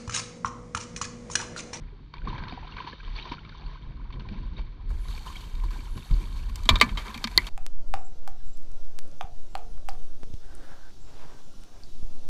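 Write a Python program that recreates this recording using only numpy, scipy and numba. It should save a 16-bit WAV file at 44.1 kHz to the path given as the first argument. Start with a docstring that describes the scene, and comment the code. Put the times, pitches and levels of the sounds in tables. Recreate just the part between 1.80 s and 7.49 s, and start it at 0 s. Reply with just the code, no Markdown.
"""Fish thrashing in a landing net

A fish thrashes in a net beside a boat, heard by a small camera in a plastic housing.
Damped gliding sines and noise bands make bubbles and spray; enveloped noise makes the slaps.
Late on the net frame knocks the hull: noise cracks, decaying modes and low booms. Housing
resonances colour water and knocks. Wind noise buffets the microphone over a faint low hum,
a whistle and patches of high hiss; the treble stays shut for the first three seconds."""
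import sys
import numpy as np
from scipy import signal
from scipy.fft import rfft, irfft
from scipy.io import wavfile
from scipy.ndimage import uniform_filter1d
from numba import njit

SR = 44100
rng = np.random.default_rng(int(sys.argv[2]) if len(sys.argv) > 2 else 0)


def wav_out(sig):
    """Save sig, one row per channel (or a flat mono array), as 16-bit PCM at SR to the path in sys.argv[1]."""
    wavfile.write(sys.argv[1], SR, np.round(np.clip(np.atleast_2d(sig).T, -1, 1) * 32767).astype(np.int16))


def voltage_ratio(level):
    """Linear amplitude factor for a level in decibels (scalar or array-like)."""
    return 10 ** (np.asarray(level, float) / 20)


N = 250929
T = np.arange(N) / SR


def curve(table):
    """Linear interpolation: the columns after the time column, one value a sample."""
    s, *columns = np.transpose(table)
    return [np.interp(T, s, column) for column in columns]


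def unit(x):
    """Power normalisation: scale to rms 1."""
    return x / np.sqrt(np.mean(x ** 2))


def noise(length=N):
    """White noise: equal power at all frequencies."""
    return rng.standard_normal(length)


def band(x, lo_hz, hi_hz, order=2):
    """Band limiting by a Butterworth band-pass."""
    edges_hz = [lo_hz, min(hi_hz, .45 * SR)]
    return signal.sosfilt(signal.butter(order, edges_hz, "band", fs=SR, output="sos"), x)


def walk(rate_hz):
    """Slow random modulation: levels held 1 / rate_hz seconds and smoothed twice, rms 1."""
    hold = int(SR / rate_hz)
    steps = np.repeat(noise(N // hold + 1), hold)
    return unit(uniform_filter1d(uniform_filter1d(steps, hold), hold)[:N])


def add(out, s, sound):
    """Superposition: mix a sound in at s seconds."""
    i = int(s * SR)
    out[i:i + len(sound)] += sound[:N - i]


def fade(t60_s, rise_s):
    """Exponential decay after a quick rise: time axis and envelope."""
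    t = np.arange(int(t60_s * SR) + 64) / SR
    return t, (1 - np.exp(-t / rise_s)) * np.exp(-np.log(1000) * t / t60_s)


def swells(s, db, t60_s, rise_s):
    """Superposed envelopes: the gain of a string of quick rises and slower falls."""
    out = np.zeros(N)
    for start_s, level_db, fall_s in zip(s, db, t60_s):
        add(out, start_s, voltage_ratio(level_db) * fade(fall_s, rise_s)[1])
    return out


@njit
def ring(start, hz, cycles, size, glide, n):
    """Bubble resonance: damped sines glide up as they die, like bubbles rising to the surface."""
    out = np.zeros(n)
    for k in range(len(start)):
        length = int(5 * cycles[k] * SR / hz[k])
        # amplitude falls by a factor e every `cycles` periods of the starting pitch
        phase, decay = 0., hz[k] / (cycles[k] * SR)
        for i in range(min(length, n - start[k])):
            phase += 2 * np.pi * hz[k] * (1 + glide * i / length) / SR
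            out[start[k] + i] += size[k] * np.exp(-i * decay) * np.sin(phase)
    return out


def grains(count, lo_hz, hi_hz, cycles, scatter_db, glide):
    """Random superposition: a shower of bubbles at random times, some louder than the rest."""
    when, pitch, loudness, damping = rng.random((count, 4)).T
    hz = lo_hz * (hi_hz / lo_hz) ** pitch
    size = voltage_ratio(-scatter_db * np.log(1 - .96 * loudness))
    start = (when * N).astype(np.int64)
    return unit(ring(start, hz, cycles * (.5 + damping), size, glide, N))


# How hard the fish churns the water, before ragged variation and the housing.
# Each row: time in seconds, bubble level in dB, fineness of the drops in dB.
CHURNING = [(0, -68.5, -13), (.32, -79, -22), (.35, -60.5, -19), (.44, -69.5, -8), (.48, -54, -23),
            (.69, -57, -14.5), (.9, -58.5, -6.5), (1.1, -57, -3), (1.16, -65, 4), (1.35, -59.5, -2),
            (1.52, -61.5, 9.5), (1.57, -64.5, -2), (1.94, -62.5, -4), (2.02, -68, -5), (2.3, -67, -20),
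            (2.55, -64.5, -1), (3.05, -71.5, -8), (3.2, -65.5, -7), (3.3, -62, 3.5), (3.6, -64.5, 1.5),
            (3.82, -63.5, -7), (4.16, -65.5, 4.5), (4.41, -61, -1), (4.6, -67.5, -1.5), (4.84, -63.5, -0.5),
            (5.15, -65, 0), (5.4, -62.5, -3), (5.69, -53.5, -5.5)]
# Tail strokes that throw water, before ragged variation and the housing.
# Each row: start in seconds, bubble level in dB, fineness in dB, t60 in seconds.
TAIL_STROKES = [(.48, -55, 5, 0.19), (.578, -43, -13, 0.053), (.68, -63, 9, 0.35), (.96, -53, -15, 0.27),
                (1.065, -58, 9, 0.17), (1.355, -57.5, 15, 0.24), (1.448, -53, -25, 0.28),
                (1.513, -45.5, -1, 0.11), (2.323, -62, 19, 0.066), (2.395, -57, -3, 0.083),
                (2.772, -54.5, 0, 0.13), (3.1, -54, -15, 0.079), (3.452, -57.5, -6.5, 0.55),
                (3.55, -77, 24, 0.15), (3.835, -46, -12, 0.041), (3.904, -59.5, -8, 0.36),
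                (4.166, -48.5, 1, 0.061), (4.555, -63, 6, 0.27), (4.774, -59.5, -1, .1),
                (4.9, -45, -28, 0.55), (5.03, -40.5, -25, 0.16), (5.18, -50.5, -19, 0.52),
                (5.25, -50.5, -19, 0.37)]


def water():
    """Bubble resonance and turbulence: bubbles, fizz and spray, each over a hiss of torn surface."""
    fizz_db, spray_db = -0.5, 4  # over the bubbles
    fizz_follows, spray_follows = 0.59, 0.49  # dB gained per dB of fineness
    stroke_rise_s = 0.0067
    sea_db = -69  # distant wash of small waves
    churn_db, fine_db = curve(CHURNING)
    s, stroke_db, stroke_fine_db, t60 = np.transpose(TAIL_STROKES)

    def gain(follows):
        """Gain of churning and tail strokes together, at a given share of the fineness."""
        strokes = swells(s, stroke_db + follows * stroke_fine_db, t60, stroke_rise_s)
        return voltage_ratio(churn_db + follows * fine_db) + strokes

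    bubbles = grains(count=800, lo_hz=608.0, hi_hz=2815, cycles=5.8, scatter_db=3.5, glide=0.38)
    fizz = grains(count=1800, lo_hz=2200, hi_hz=5080, cycles=4.2, scatter_db=6.5, glide=0.16)
    spray = grains(count=7000, lo_hz=5350, hi_hz=11800, cycles=5.6, scatter_db=5.5, glide=0.075)
    bubble_hiss = unit(band(noise(), 400, 2050))
    fizz_hiss = unit(band(noise(), 2700, 4260))
    spray_hiss = unit(band(noise(), 5200, 11500))
    churn = gain(0) * (bubbles + voltage_ratio(-0.5) * bubble_hiss)
    churn += voltage_ratio(fizz_db) * gain(fizz_follows) * (fizz + voltage_ratio(-1) * fizz_hiss)
    churn += voltage_ratio(spray_db) * gain(spray_follows) * (spray + voltage_ratio(2.5) * spray_hiss)
    ragged_db = 1.2 * walk(70)
    sea = voltage_ratio(sea_db + 0.52 * walk(1.6)) * unit(band(noise(), 400, 10000, order=1))
    return voltage_ratio(ragged_db) * churn + sea


# Slaps and drops on the water, before the housing.
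# Each row: start in seconds, spatter level in dB, starting cavity pitch in Hz,
# cavity level over the spatter in dB.
WATER_SLAPS = [(.338, -34, 1070, -5.5), (.367, -47, 3520, -4), (.381, -43.5, 2420, -3),
               (.418, -51, 1460, 8), (0.449, -55, 4400, 1), (.454, -45.5, 740, 5), (.473, -42, 1065, 11),
               (.528, -44, 950, 6), (.582, -38, 950, -6), (0.636, -36.5, 1510, -1), (.682, -33, 1050, -17),
               (.724, -40.5, 710, 12), (0.776, -52, 755, 22.5), (0.876, -42, 1090, -18),
               (.922, -45, 2750, 8), (.943, -52, 1010, -2), (.967, -35, 1050, -7), (1.003, -46, 1000, 12),
               (1.041, -55, 1010, 14), (1.073, -36, 926, 3.5), (1.128, -47, 1680, 10),
               (1.133, -51.5, 523, 13), (1.201, -52.5, 1550, 12), (1.231, -58, 1200, 14),
               (1.277, -43, 1010, -4), (1.362, -46, 4400, 12.5), (1.425, -41, 3820, 6.5),
               (1.453, -43, 1000, 6.5), (1.519, -35, 917, 3.5), (1.582, -53.5, 1380, 15),
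               (1.648, -51, 2240, 3), (1.692, -39, 1100, -13), (1.724, -62, 1410, 20),
               (1.818, -52, 1050, 0), (1.861, -55, 4360, 10.5), (1.955, -57.5, 1080, 13.5),
               (2.304, -48.5, 1120, 2.5), (2.338, -55.5, 1070, 9), (2.395, -39.5, 1000, -12),
               (2.487, -38, 2390, -6), (2.767, -52, 3730, 9), (2.786, -50, 624, 12), (2.792, -42, 870, 0),
               (3.092, -51, 554, 4), (3.116, -59, 549, 13), (3.283, -44, 3880, 2), (3.308, -45, 1160, 2),
               (3.377, -38.5, 2280, -10), (3.555, -44, 2210, 5), (3.566, -51.5, 3160, 17),
               (3.607, -40.5, 980, -26), (3.751, -43, 3630, -6), (3.836, -55.5, 970, 14),
               (3.906, -42, 1040, -4), (4.07, -51.5, 930, 4), (4.176, -42, 1035, -2), (4.31, -40, 950, -11),
               (4.472, -52, 1130, 5), (4.519, -59, 1030, 10), (4.565, -60, 501, -8),
               (4.695, -40.5, 1080, -5.5)]


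def slaps():
    """Cavity resonance: each short broad spatter excites a cavity that rings at a rising pitch."""
    out = np.zeros(N)
    for s, db, hz, cavity_db in WATER_SLAPS:
        t, env = fade(0.025, 0.0011)
        spatter = unit(band(noise(8192), 400, 9900, order=1))[:len(t)]
        cavity = np.sin(2 * np.pi * hz * t * (1 + 2.5 * t))
        add(out, s, voltage_ratio(db) * env * (spatter + voltage_ratio(cavity_db) * cavity))
    return out


# Knocks of the net frame, before the housing.
# Each row: start in seconds, crack level in dB, brightness over the crack in dB,
# crack pitch in Hz, t60 of the crack in seconds.
FRAME_KNOCKS = [(4.757, -51, 21.5, 3140, 0.037), (4.835, -59, 22, 4500, .02), (4.855, -45, 7, 3600, 0.052),
                (4.89, -17, 0.5, 3750, 0.054), (4.956, -27.5, -22, 3650, 0.035),
                (4.987, -52, 16, 4500, 0.017), (5.0, -37.5, 7, 3720, 0.015), (5.012, -16.5, 1, 2340, 0.059),
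                (5.091, -47.5, -15, 2230, 0.059), (5.173, -39.5, -2, 2200, .13),
                (5.249, -57, 1, 3000, .077), (5.279, -45, -20, 2280, 0.049), (5.343, -46.5, 6, 2300, 0.11),
                (5.376, -42.5, 7.5, 2310, 0.031), (5.4415, -25.5, -2, 5050, 0.03),
                (5.473, -36, 3, 2050, 0.029), (5.514, -57, 11, 2200, .027), (5.5767, -12.5, 6, 4500, 0.009),
                (5.619, -44, 0, 2280, 0.014), (5.668, -43.5, 8, 3600, .059)]
# Modes of the net frame, before the random mix and the scaling of each blow.
# Each row: pitch in Hz, level relative to the crack in dB, nominal t60 in seconds.
FRAME_MODES = [(648, -4, 0.083), (1163, -17, 0.064), (1191, -4.5, 0.1), (1745, -17, 0.19), (2130, 0, 0.045),
               (2340, -5.5, 0.092), (2584, -6, 0.068), (3157, 0, 0.044), (3280, 9.5, 0.022),
               (3750, 5, 0.028)]


def crack(env, bright_db, hz, t60):
    """Impact noise: a pitched crack with a duller body and a treble that dies faster."""
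    n = len(env)
    pitched = unit(band(noise(8192), 0.877 * hz, 1.103 * hz))[:n]
    # the shorter the contact, the more the crack's own pitch stands out
    mid = unit(band(noise(8192), 1360, 6900))[:n] + (.5 + .025 / t60) * pitched
    body_db = -5.5 - 3.5 * np.log2(hz / 2300)  # higher cracks have less body
    body = voltage_ratio(body_db) * unit(band(noise(8192), 464, 1490))[:n]
    bright = voltage_ratio(bright_db) * unit(band(noise(8192), 5400, 9100, order=1))[:n]
    return env * (mid + body + bright * env ** .5)


def knocks():
    """Modal excitation: a hard crack, a rattling tail, and frame modes in a new mix at every blow."""
    tail_db, tail_t60_s = -17.5, 0.061
    out = np.zeros(N)
    for s, db, bright_db, hz, t60 in FRAME_KNOCKS:
        env = fade(t60, 0.000093)[1]
        add(out, s, voltage_ratio(db) * crack(env, bright_db, hz, t60))
        # short contacts excite the modes less and for less time
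        mode_gain = min(t60 / 0.046, 1)
        for mode_hz, mode_db, mode_t60 in FRAME_MODES:
            detune, share = noise(2)
            t, env = fade(mode_t60 * min(t60 / 0.07, 1.2), 0.0012)
            tone = np.sin(2 * np.pi * mode_hz * (1 + 0.013 * detune) * t)
            add(out, s, mode_gain * voltage_ratio(db + mode_db + 2.55 * share) * env * tone)
        t, env = fade(tail_t60_s, 0.0014)
        rattle = unit(band(noise(8192), 550, 3100))[:len(t)]
        # the shorter the contact, the freer the handle rings on
        handle = unit(band(noise(8192), 1970, 2140))[:len(t)] * (0.024 / t60) ** 1.43
        add(out, s, voltage_ratio(db + tail_db) * env * (rattle + handle))
    return out


# Booms of the hull.
# Each row: start in seconds, level in dB before the envelope, pitch in Hz, t60 in seconds.
HULL_BOOMS = [(0.124, -43.5, 406, 0.095), (0.482, -23, 172, 0.045), (0.609, -39.5, 214, 0.097),
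              (0.726, -33.5, 259, 0.094), (1.044, -30.5, 304, 0.032), (1.128, -38, 253, 0.054),
              (1.516, -18.5, 270, 0.026), (2.404, -38.5, 177.6, 0.2), (2.515, -30, 199, 0.14),
              (2.557, -33.5, 205.5, 0.12), (3.09, -38, 164, 0.055), (3.85, -38.5, 318, 0.077),
              (3.987, -33.5, 272, 0.057), (4.307, -22.5, 148, 0.097), (4.698, -37.5, 230, 0.088),
              (4.86, -24, 224, 0.045), (4.894, -26, 251, 0.14), (5.029, -15.5, 238, 0.07),
              (5.113, -30, 213, 0.092), (5.183, -27, 175, 0.028), (5.283, -37, 215, 0.17),
              (5.358, -31.5, 236, 0.11), (5.449, -23, 226, 0.093), (5.578, -15.5, 328, 0.022)]


def thumps():
    """Damped oscillation: the hull booms briefly when water or the frame hits it."""
    out = np.zeros(N)
    for s, db, hz, t60 in HULL_BOOMS:
        t, env = fade(t60, 0.003)
        add(out, s, voltage_ratio(db) * env * np.sin(2 * np.pi * hz * t))
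    return out


# Wind strength at the microphone port, before random variation.
# Each row: time in seconds, rumble level in dB.
WIND_STRENGTH = [(0, -37), (.1, -43), (.33, -50), (.46, -35), (.62, -44.5), (.97, -40), (1.05, -45.5),
                 (1.38, -41), (1.8, -41.5), (1.87, -37.5), (2.1, -43), (2.25, -38), (2.8, -34),
                 (3.05, -39.5), (3.1, -31), (3.77, -34.5), (4.14, -31.5), (4.28, -44.5), (4.33, -14),
                 (4.4, -29.5), (4.86, -30.5), (5.07, -37), (5.18, -28), (5.3, -36.5), (5.69, -34.5)]
# Puffs that raise the flutter, before random variation.
# Each row: start in seconds, level in dB, t60 in seconds.
WIND_PUFFS = [(0.431, -35.5, 0.84), (.6, -46, 0.56), (.72, -37, 0.14), (1.5, -40, 0.27),
              (1.78, -46.5, 0.51), (2.06, -45.5, 0.64), (2.32, -41, 0.81), (2.5, -33, 0.28),
              (2.7, -40, 0.42), (2.88, -49, 0.36), (3.28, -50.5, 1), (3.92, -37, 0.45), (4.15, -37, 0.17),
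              (4.3, -39, 0.46), (4.72, -47, 0.34), (4.89, -24.5, 0.37), (5.01, -38, 0.88),
              (5.15, -53, 0.57), (5.43, -41, 0.34), (5.56, -39.5, 0.26)]
# Single heavy buffets.
# Each row: start in seconds, level in dB before the envelope, pitch in Hz, t60 in seconds.
WIND_BUFFETS = [(0.599, -25.5, 35, 0.22), (0.731, -32, 40, 0.085), (1.86, -28, 36.2, 0.2),
                (2.07, -29, 35, 0.077), (2.29, -28, 33, 0.12), (2.511, -26, 32.4, .15),
                (3.149, -19.5, 26.1, .22), (3.738, -20, 29.8, 0.51), (3.858, -18.5, 32.4, 0.38),
                (4.31, -12.5, 48, 0.25), (4.909, -8, 71, 0.075), (4.93, -7, 35.4, 0.12),
                (5.118, -20, 32.6, .13)]


def wind():
    """Turbulence over the port: slow rumble, faster flutter that comes in puffs, single buffets."""
    flutter_db, flutter_follows = -51.5, 0.084  # level in a -39.5 dB wind; dB gained per dB of wind
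    wind_db = curve(WIND_STRENGTH)[0]
    rumble = unit(band(noise(), 23.1, 48.2)) * voltage_ratio(2.6 * walk(9))
    flutter = unit(band(band(noise(), 55, 134.5, order=1), 35, 337))
    flutter = flutter * voltage_ratio(2.5 * walk(25))
    flutter_gain = voltage_ratio(flutter_db + flutter_follows * (wind_db + 39.5))
    flutter_gain = flutter_gain + swells(*np.transpose(WIND_PUFFS), rise_s=.02)
    out = voltage_ratio(wind_db) * rumble + flutter_gain * flutter
    for s, db, hz, t60 in WIND_BUFFETS:
        t, env = fade(t60, 0.0023)
        add(out, s, voltage_ratio(db) * env * np.sin(2 * np.pi * hz * t))
    return out


# Swells of the high hiss, before random variation.
# Each row: start in seconds, level in dB, t60 in seconds.
HISS_SWELLS = [(3.19, -61, 0.57), (4.079, -59, 0.42), (4.15, -64, 0.2), (4.24, -75, 0.36), (4.36, -74, 1.5),
               (4.75, -68, .1), (4.92, -79, 0.53), (5.2, -71, .8), (5.55, -53, 0.3)]


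def sizzle():
    """Amplitude-modulated band noise: a narrow high hiss that swells in patches."""
    gain = voltage_ratio(-85.5) + swells(*np.transpose(HISS_SWELLS), rise_s=.02)
    return gain * voltage_ratio(1.5 * walk(20)) * unit(band(noise(), 10570, 11270, order=3))


# Fading of the low hum, before random variation.
# Each row: time in seconds, level in dB.
HUM_LEVEL = [(0, -52), (2.2, -52.5), (3.0, -90), (5.69, -94)]


def hum():
    """Pure tones with random modulation: a wavering low hum that fades, and a thin steady whistle."""
    hum_hz = 149 + 1.544 * walk(2.0)
    low = voltage_ratio(curve(HUM_LEVEL)[0] + walk(9.7)) * np.sin(2 * np.pi * np.cumsum(hum_hz) / SR)
    whistle = voltage_ratio(-78 + 1.5 * walk(5.6)) * np.sin(2 * np.pi * 8630 * T)
    return low + whistle


# Resonances of the plastic housing, before overall normalisation.
# Each row: centre in Hz, width between the -6 dB points in Hz, level in dB.
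SHELL_RESONANCES = [(1010, 218, -2.5), (1580, 160, -10.5), (2280, 215, -6.5), (3140, 140, -9),
                    (3673, 275, -9), (4400, 260, -7)]
# What passes the housing wall between its resonances, before overall normalisation.
# Each row: frequency in Hz, level in dB.
WALL_TRANSMISSION = [(150, -8), (400, -5), (650, -18.5), (1300, -10.5), (1900, -11.5), (2700, -13),
                     (4700, -12), (5200, -20), (7000, -22), (9000, -25), (10200, -30.5), (11000, -22),
                     (15000, -20)]


def housing(x):
    """Minimum-phase filtering: the shell rings and passes a dull share; white noise keeps its rms."""
    wall_hz, wall_db = np.transpose(WALL_TRANSMISSION)
    f = np.arange(2049) * SR / 4096
    power = voltage_ratio(np.interp(np.log(f + 1), np.log(wall_hz), wall_db)) ** 2
    for centre_hz, width_hz, db in SHELL_RESONANCES:
        power = power + voltage_ratio(db) ** 2 / (1 + (2 * (f - centre_hz) / width_hz) ** 2) ** 2
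    # folding the cepstrum makes the response causal
    cepstrum = irfft(np.log(power) / 2)
    cepstrum[1:2048] *= 2
    cepstrum[2049:] = 0
    taps = irfft(np.exp(rfft(cepstrum)))
    return signal.fftconvolve(x, taps / np.sqrt(np.sum(taps ** 2)))[:N]


def scene():
    """Superposition: water and knocks pass the housing; the other layers bypass it."""
    airborne = housing(water() + slaps() + knocks())
    return (airborne + thumps() + wind() + sizzle() + hum())[None]


def low_pass(x):
    """Removes everything above the highest recorded frequency."""
    return signal.sosfilt(signal.butter(12, 16540, fs=SR, output="sos"), x)


def record(dry):
    """Low-pass filtering: dull over faint electronic hiss, then open at once to a steep top edge."""
    shut_hz, top_hz, treble_opens_s = 6015, 15250, 3.093
    shelf_hz, shelf_db = 4700, -10.5  # the top of what still passes is turned down
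    dull = signal.sosfiltfilt(signal.ellip(5, .3, 50, shut_hz, fs=SR, output="sos"), dry)
    low = signal.sosfiltfilt(signal.butter(6, shelf_hz, fs=SR, output="sos"), dull)
    hiss = voltage_ratio(-84) * unit(band(noise(), 2000, shut_hz, order=4))
    dull = low + voltage_ratio(shelf_db) * (dull - low) + hiss
    full = signal.sosfiltfilt(signal.ellip(6, .3, 45, top_hz, fs=SR, output="sos"), dry)
    return low_pass(np.where(T < treble_opens_s, dull, full))


dry = scene()
out = record(dry)
wav_out(out)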